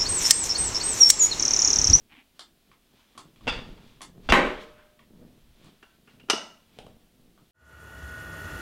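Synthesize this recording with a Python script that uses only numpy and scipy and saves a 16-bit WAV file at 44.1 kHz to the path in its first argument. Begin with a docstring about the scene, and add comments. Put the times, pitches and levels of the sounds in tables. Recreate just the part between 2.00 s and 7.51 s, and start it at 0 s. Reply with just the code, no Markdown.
"""A knit sleeve rustles and lightly clicks, close by in a small, hard-walled room, as an arm is pressed onto a
spring-loaded drop board on a padded stool. The first push only makes the catch grind; the second lets the board
slam down: the cushion thuds and the return spring sings on. A hand cocks the lever again, and is then set down
on the table or stool with a dull double knock. Each blow is a contact and a dying chatter that ring the struck
part; the cloth sounds as its fibres catch and let go."""
import sys
import numpy as np
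from scipy import signal
from scipy.fft import rfft, irfft
from scipy.io import wavfile
from scipy.ndimage import uniform_filter1d

SR = 44100
rng = np.random.default_rng(int(sys.argv[2]) if len(sys.argv) > 2 else 0)


def bounce(signal):
    """Save signal as a 16-bit WAV file at the path given by the first command-line argument."""
    frames = np.transpose(np.atleast_2d(signal))
    limited = np.clip(frames, -1, 1)
    pcm = np.round(limited * 32767).astype(np.int16)
    wavfile.write(sys.argv[1], SR, pcm)


N = 242991

# the body shifts and rubs the shirt: peak_s, rub_db, rise_s, fall_s, rumble_db
BODY_SHIFTS = [(.02, -61, 0.11, 0.063, -64), (.53, -65, 0.19, 0.097, -74), (.69, -56.5, 0.027, 0.096, -80),
               (.93, -62, 0.076, 0.047, -77), (1.27, -54.5, 0.14, 0.2, -65), (1.461, -45, 0.075, 0.6, -43),
               (1.71, -46.5, 0.25, 0.12, -61), (2.19, -51, 0.28, 0.3, -63), (2.28, -54, 0.088, .1, -41),
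               (2.7, -64, .15, 0.32, -58), (3.02, -61.5, 0.045, .1, -65), (3.22, -47.5, 0.21, .24, -55.5),
               (3.46, -77, 0.12, .24, -54), (3.668, -51.5, 0.14, 0.11, -59), (4.2, -55, .28, 0.44, -67.5),
               (4.83, -52.5, 0.17, 0.3, -54.5), (5.25, -60.5, 0.4, 0.23, -61), (5.43, -61, .09, 0.1, -73)]
# the sleeve slides under the hands: peak_s, level_db, rise_s, fall_s
SLEEVE_SLIDES = [(.37, -70, 0.037, .05), (.67, -72, .08, 0.11), (.975, -65.5, 0.22, 0.54),
                 (1.45, -58.5, 0.082, 0.12), (1.68, -58.5, 0.2, 0.14), (1.88, -61, 0.23, 0.18),
                 (2.26, -56.5, 0.067, 0.17), (2.62, -55, 0.12, 0.14), (2.82, -69, 0.062, 0.11),
                 (3.28, -70, 0.26, 0.63), (3.68, -61.5, 0.16, 0.35), (3.95, -75.5, .08, 0.096),
                 (4.1, -68.5, 0.14, 0.24), (4.78, -63.5, 0.29, 0.28)]
# tone of shirt, sleeve, body, grip and room air: frequency_hz, level_db
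RUB_COLOUR = [(41, -37.5), (90, -11), (160, -6), (230, -3), (330, -9.5), (499, -15), (771, -24),
              (1130, -31), (2000, -37.5), (4400, -79.5)]
RUSTLE_COLOUR = [(400, -11.5), (900, -1), (1800, -5), (3400, 0), (4700, -7.5), (6500, -14), (12000, -27.5)]
RUMBLE_COLOUR = [(10, 2), (30, -3.5), (60, -11.5), (110, -12), (250, -36), (600, -68)]
GRIP_COLOUR = [(200, -50), (800, 3), (1300, -2), (2300, 7.5), (3100, 4), (4500, -12), (9000, -44)]
AIR_COLOUR = [(12, -27.5), (20, 4.5), (87, -5), (161, -17), (238, -4), (534, -14), (725, -11.5),
              (881, -19.5), (2150, -18), (3260, -15.5), (6720, -22), (13900, -21.5), (15500, -22.5)]
# soft bumps of limbs, and the cushion taking the arm's weight: start_s, level_db, pitch_hz, length_s
LIMB_BUMPS = [(.172, -49, 270, .028), (1.70, -48.5, 204, .05), (3.243, -50.5, 235, 0.028),
              (4.23, -54, 256.5, 0.025), (4.845, -51, 139, 0.022)]
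CUSHION_THUDS = [(1.462, -40, 42, 0.062), (1.503, -30, 30, 0.036), (1.555, -28, 22, 0.033),
                 (1.69, -38, 24, 0.052), (2.294, -16, 48.3, 0.04), (2.325, -27, 22, 0.065),
                 (2.445, -30.5, 28, 0.062), (2.535, -39, 34.8, 0.072)]
# hits on each part: start_s, energy_db, chatter_t60_s, tilt_db_per_octave, spot_ring_hz, spot_lift_db
CLICK_HITS = [(.1202, -34, 0.012, -10, 2370, 8.1), (.3935, -18, 0.026, 0.5, 4060, 12),
              (.7154, -33.5, 0.025, 0.5, 2270, 34), (1.152, -30, 0.035, -4.5, 2000, 6.8),
              (1.1772, -18.5, 0.069, -0.5, 8600, 2.5), (1.36, -37, .04, 3, 2670, 29),
              (1.409, -34.5, 0.028, -3.5, 3230, 14), (2.008, -22.5, 0.0061, -3.5, 2190, 7.6),
              (2.017, -17.5, .04, 0.94, 10450, 6.5), (2.992, -32.5, 0.04, -1.5, 2240, 24),
              (3.6447, -36, 0.0088, 1, 1120, 1.9), (3.668, -39, 0.054, -2, 799.4, 7),
              (5.377, -36.5, 0.018, -3.5, 1450, 9.6)]
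CATCH_HITS = [(1.4702, -4.5, 0.036, -2.5, 870, 15), (1.4768, 3.5, 0.097, -0.6, 2640, 10),
              (1.484, -4, 0.13, 1, 4900, 10.6), (1.494, -4, 0.051, 2.5, 3570, 16),
              (1.52, -5, 0.55, 0, 4500, 7.4), (1.59, -10.5, 0.03, -7.5, 3700, 24),
              (1.776, -28.5, 0.056, -3, 910, 8.9), (2.2893, 3, 0.041, -2.7, 800, 7.8),
              (2.296, -4, 0.093, 3, 5950, 8.7), (2.3015, 3, 0.025, 1, 2768, 10),
              (2.310, -1, 0.045, -1.8, 2900, 5.8)]
SLAM_AND_RUSTLE = [(2.323, 16, 0.02, 0.74, 1500, 0.5), (2.328, 7, 0.069, -11, 1140, 1),
                   (2.337, -1, 0.2, -6, 470, -13), (2.362, 8.5, 0.27, -5, 816, -2),
                   (2.45, -4, 0.56, 0, 510, -8), (2.782, -29, 0.5, 0.5, 1490, 4)]  # the board's hits; the last row is a faint cloth rustle after the slam
LEVER_HITS = [(3.827, -26, 0.054, -3.5, 1635, 5.3), (4.075, -30.5, 0.23, -3.5, 1996, 8.5),
              (4.198, -30.5, 0.062, 0, 2690, 13), (4.287, -19.5, 0.14, -5, 1700, 3),
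              (4.2993, 7.5, 0.024, 0.47, 5720, 9.2), (4.308, -7, 0.062, 0.3, 1370, 3.4),
              (4.3342, -5, 0.0127, -5, 350, 6)]
KNOCK_HITS = [(4.788, -16.5, 0.0048, 1.5, 770, 13), (4.845, -32, 0.028, -4, 297, 4),
              (4.866, -22.5, 0.017, -2, 860, 8)]
# broad tone of each struck part: frequency_hz, level_db
CLICK_COLOUR = [(60, -13.5), (170, -10), (300, 1.5), (450, -8), (750, -3.5), (1200, -7), (2000, -9),
                (3800, -16), (6000, -10.5), (9500, -13.5), (12000, -24), (15500, -38.5)]
CATCH_COLOUR = [(40, -6), (130, -7.5), (300, -1), (700, -3.5), (2200, -4), (3300, -11), (4100, -16.5),
                (5200, -16.5), (6800, -23), (8300, -26.5), (11000, -41), (15500, -52)]
BOARD_COLOUR = [(30, -12.5), (120, -23.5), (240, 0.5), (500, 2), (800, 0), (1800, 0), (3400, -5),
                (5200, -22.5), (9000, -31), (12000, -35), (15500, -51)]
LEVER_COLOUR = [(50, -50.5), (110, -23.5), (190, -1.5), (350, -1.5), (600, -1), (900, 1.5), (1200, 0),
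                (1900, -0.5), (3600, -2), (6000, -7), (8500, -11.5), (11300, -17.5), (13000, -31.5),
                (15500, -46.5)]
KNOCK_COLOUR = [(60, -3), (150, 0), (300, -2), (800, -4), (1300, -9), (2300, -12.5), (3100, -7),
                (6000, -25), (9500, -19), (12000, -44), (15500, -36)]
# resonances of each struck part: centre_hz, width_hz, lift_db
CLICK_RINGS = [(290, 75, 5), (1100, 140, 13), (1250, 120, 3.3), (3414, 500, 12), (4517, 600, 8.4),
               (7740, 1300, 3.9), (10430, 1300, 3.4)]
CATCH_RINGS = [(488, 40, 7), (855, 65, 3.9), (1400, 120, 5.2), (2800, 150, 9.7), (3450, 160, 13),
               (4730, 240, 7.5)]
BOARD_RINGS = [(433, 60, 3), (545, 110, 3.5), (806, 16, 4), (895, 10, 2.2), (1080, 60, 4.5),
               (1520, 61, 4.4), (2280, 28, 1.5)]
LEVER_RINGS = [(415, 60, 6), (1383, 170, 11), (1723, 100, 3), (1985, 160, 2), (2833, 190, 15),
               (4810, 500, 3), (6040, 960, 3), (8230, 1000, 3)]
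KNOCK_RINGS = [(453, 64, 10.8), (602, 27, 7.4)]
# partials of the return spring: pitch_hz, level_db, t60_s
SPRING_PARTIALS = [(605, -38.5, 1.4), (1002.6, -59, 1.5), (1267, -43, 0.98), (1300, -51, 1.1),
                   (1899, -51.5, 0.76)]
# decay of the walls' tail, before each sound's linger scales it: frequency_hz, t60_s
WALL_DECAY = [(60, 0.85), (250, 0.59), (1000, 0.54), (3000, 0.47), (5500, 0.44), (8000, 0.48),
              (12000, 0.25), (16000, 0.47)]


def amp(db):
    """Decibels to gain."""
    return 10 ** (np.asarray(db) / 20)


def unit_rms(x):
    """Scales to rms 1."""
    return x / np.sqrt(np.mean(x ** 2) + 1e-20)


def decay(t, t60):
    """A fade that loses 60 dB in t60 seconds."""
    return amp(-60 * t / t60)


def curve_at(points, hz):
    """Reads a table on a log-frequency axis."""
    point_hz, value = np.transpose(points)
    return np.interp(np.log(hz + 1), np.log(point_hz + 1), value)


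def add(mix, start_s, sound):
    """Mixes a sound in at a time."""
    part = mix[max(round(start_s * SR), 0):][:len(sound)]
    part += sound[:len(part)]


def response(colour, rings=(), tilt_db=0, size=8192):
    """Impulse response, of energy 1, of a body with this colour and these resonances."""
    hz = np.fft.rfftfreq(size, 1 / SR)
    db = curve_at(colour, hz) + tilt_db * np.log2(np.maximum(hz, 200) / 1000)
    for centre, width, lift_db in rings:
        db += 10 * np.log10(1 + (amp(lift_db) ** 2 - 1) / (1 + (2 * (hz - centre) / width) ** 2))
    # minimum phase keeps the attack at the front
    cepstrum = irfft(np.log(amp(db)))
    cepstrum[1:size // 2] *= 2
    cepstrum[size // 2 + 1:] = 0
    ring = irfft(np.exp(rfft(cepstrum)))[:size // 2]
    return ring / np.linalg.norm(ring)


def coloured(x, colour):
    """Gives a steady sound a colour, at rms 1."""
    return unit_rms(signal.oaconvolve(x, response(colour))[:len(x)])


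def room(x, wet_db, near_db, linger, near_t60=0.041, gap_s=0.0064, build_s=0.0063):
    """Table, stool and floor answer at once, then the walls; linger scales how long their tail lasts."""
    hz, frame_s, bands = signal.stft(rng.choice([-1., 1.], SR), SR, nperseg=256)
    band_t60 = linger * curve_at(WALL_DECAY, hz)[:, None]
    tail = signal.istft(bands * decay(frame_s, band_t60), SR, nperseg=256)[1]
    t = np.arange(len(tail)) / SR
    tail *= np.clip((t - gap_s) / build_s, 0, 1)
    near = rng.choice([-1., 1.], len(t)) * decay(t, near_t60) * (t > .001)
    paths = amp(wet_db) * tail / np.linalg.norm(tail) + amp(near_db) * near / np.linalg.norm(near)
    paths[0] += 1  # the direct sound
    # the room ripples finely in frequency but favours no broad band
    spectrum = rfft(paths)
    broad_tone = unit_rms(np.sqrt(uniform_filter1d(abs(spectrum) ** 2, 120)))
    return signal.oaconvolve(x, irfft(spectrum / broad_tone)[:2 * SR // 3])[:N]


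def movements(rows, rest_db, swell_db=20.5):
    """Gain of cloth that never lies still: each move swells by swell_db over its rise, then falls away."""
    t = np.arange(0, N, 64) / SR
    power = amp(rest_db) ** 2
    for peak_s, db, rise_s, fall_s in rows:
        away = np.maximum((peak_s - t) / rise_s, (t - peak_s) / fall_s)
        power = power + amp(db - swell_db * away) ** 2
    return np.interp(np.arange(N) / SR, t, np.sqrt(power))


def fibre_slips(per_s, spread_db, hiss):
    """Fibres catch and let go: tiny snaps of uneven size over a smooth hiss."""
    sizes = amp(spread_db * np.minimum(rng.exponential(1, N), 3))
    signs = rng.choice([-1., 1.], N)
    slipping = rng.random(N) < per_s / SR
    return unit_rms(sizes * signs * slipping) + hiss * rng.standard_normal(N)


def swishes(depth_db, size=2600):
    """Cloth moves in fits: a gain that wanders within a few hundredths of a second."""
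    wander = uniform_filter1d(uniform_filter1d(rng.standard_normal(N), size), size)
    return amp(depth_db * unit_rms(wander))


def cloth():
    """The shirt rubs dully, the sleeve rustles crisply and the shifting body rumbles."""
    peak_s, rub_db, rise_s, fall_s, rumble_db = np.transpose(BODY_SHIFTS)
    rub_gain = movements(zip(peak_s, rub_db, rise_s, fall_s), rest_db=-72.5) * amp(-1)
    rumble_gain = movements(zip(peak_s, rumble_db, rise_s, fall_s), rest_db=-77.5)
    rustle_gain = movements(SLEEVE_SLIDES, rest_db=-79) * swishes(depth_db=2)
    rub = coloured(fibre_slips(per_s=170, spread_db=6.5, hiss=0.91), RUB_COLOUR)
    rustle = coloured(fibre_slips(per_s=5500, spread_db=5, hiss=1), RUSTLE_COLOUR)
    rumble = coloured(rng.standard_normal(N), RUMBLE_COLOUR)
    return rub_gain * rub + rustle_gain * rustle + rumble_gain * rumble


def room_air(level_db=-67):
    """A quiet, steady bed of low rumble and faint hiss."""
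    return amp(level_db) * coloured(rng.standard_normal(N), AIR_COLOUR)


def grip_creak(start_s=0.085, level_db=-56, attack_s=0.04, hold_s=0.056, release_s=0.062):
    """The sleeve sticks and slips unevenly under the tightening hand."""
    corners_s = np.cumsum([start_s, attack_s, hold_s, release_s])
    grip = np.interp(np.arange(N) / SR, corners_s, [0, 1, 1, 0])
    jitter = unit_rms(uniform_filter1d(rng.standard_normal(N), 300))
    slips_per_s = 95 * (1 + 0.96 * jitter)
    jerks = np.diff(np.floor(np.cumsum(slips_per_s) / SR), prepend=0)
    friction = unit_rms(jerks) + rng.standard_normal(N)
    return amp(level_db) * grip * coloured(friction, GRIP_COLOUR)


def blows(hits, colour, rings, clean_share, spot_q):
    """One clean contact and a dying chatter of smaller ones ring the part and the struck spot."""
    out, t = np.zeros(N), np.arange(SR // 3) / SR
    for start_s, db, t60, tilt_db, spot_hz, spot_db in hits:
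        fade = decay(t, t60)
        burst = rng.standard_normal(len(t)) * fade
        # hard contacts push all frequencies about equally
        chatter = irfft(np.exp(1j * np.angle(rfft(burst))), len(t)) * np.sqrt(fade)
        force = np.sqrt(1 - clean_share) * chatter / np.linalg.norm(chatter)
        force[0] = np.sqrt(clean_share)
        spot = (spot_hz, spot_hz / spot_q, spot_db)
        sound = signal.fftconvolve(force, response(colour, [*rings, spot], tilt_db))
        add(out, start_s, amp(db) * sound / np.linalg.norm(sound))
    return out


def arm_clicks():
    """Handling the arm gives light, bright clicks with a short tail."""
    clicks = blows(CLICK_HITS, CLICK_COLOUR, CLICK_RINGS, clean_share=0.12, spot_q=4)
    return room(clicks, wet_db=1.5, near_db=-0.5, linger=0.41)


def soft_thuds(rows):
    """Padding gives way and springs back: a short, smooth swing of air."""
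    out = np.zeros(N)
    for start_s, db, hz, length_s in rows:
        t = np.arange(-length_s / 2, length_s / 2, 1 / SR)
        swell = np.cos(np.pi * t / length_s) ** 2
        add(out, start_s, amp(db) * swell * np.sin(2 * np.pi * hz * t))
    return out


def catch_grind():
    """The catch grinds under each push: nearly all chatter, hardly any clean contact."""
    grind = blows(CATCH_HITS, CATCH_COLOUR, CATCH_RINGS, clean_share=0.021, spot_q=13)
    return room(grind, wet_db=-8, near_db=-3.5, linger=0.77)


def board_slam():
    """The falling board lands hard in a quick cluster of blows; a faint cloth rustle follows."""
    slam = blows(SLAM_AND_RUSTLE, BOARD_COLOUR, BOARD_RINGS, clean_share=0.24, spot_q=10)
    return room(slam, wet_db=1, near_db=-2.5, linger=0.81)


def spring_ring():
    """The slam sets the return spring singing in a few slowly dying partials."""
    out, t = np.zeros(N), np.arange(2 * SR) / SR
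    slam_s = SLAM_AND_RUSTLE[0][0]
    for hz, db, t60 in SPRING_PARTIALS:
        add(out, slam_s, amp(db) * decay(t, t60) * np.sin(2 * np.pi * hz * t))
    return out


def lever_cocking():
    """A hand touches the board, the lever ticks softly as it is cocked, then latches with a sharp snap."""
    lever = blows(LEVER_HITS, LEVER_COLOUR, LEVER_RINGS, clean_share=0.15, spot_q=3.3)
    return room(lever, wet_db=-4.5, near_db=2.5, linger=0.88)


def hand_knocks():
    """A hand is set down on the table or stool with a dull double knock."""
    knocks = blows(KNOCK_HITS, KNOCK_COLOUR, KNOCK_RINGS, clean_share=0.23, spot_q=9.9)
    return room(knocks, wet_db=-4, near_db=-2.5, linger=0.68)


def scene():
    """The mono mix: the mechanism up front, arm and cloth beneath it, over quiet room air."""
    mechanism = board_slam() + spring_ring() + catch_grind() + lever_cocking()
    arm = arm_clicks() + hand_knocks()
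    handling = cloth() + grip_creak() + soft_thuds(LIMB_BUMPS)
    handling = room(handling, wet_db=-13.5, near_db=-15, linger=0.89)
    return (mechanism + arm + handling + soft_thuds(CUSHION_THUDS) + room_air())[None]


def record(dry, ceiling=0.84, cutoff_hz=15950):
    """Rounds off the loudest peaks, then trims the very top of the treble."""
    rounded = ceiling * np.tanh(dry / ceiling)
    lowpass = signal.firwin(511, cutoff_hz, window=("kaiser", 9), fs=SR)
    return signal.oaconvolve(rounded, lowpass[None], "same")


dry = scene()
out = record(dry)
bounce(out)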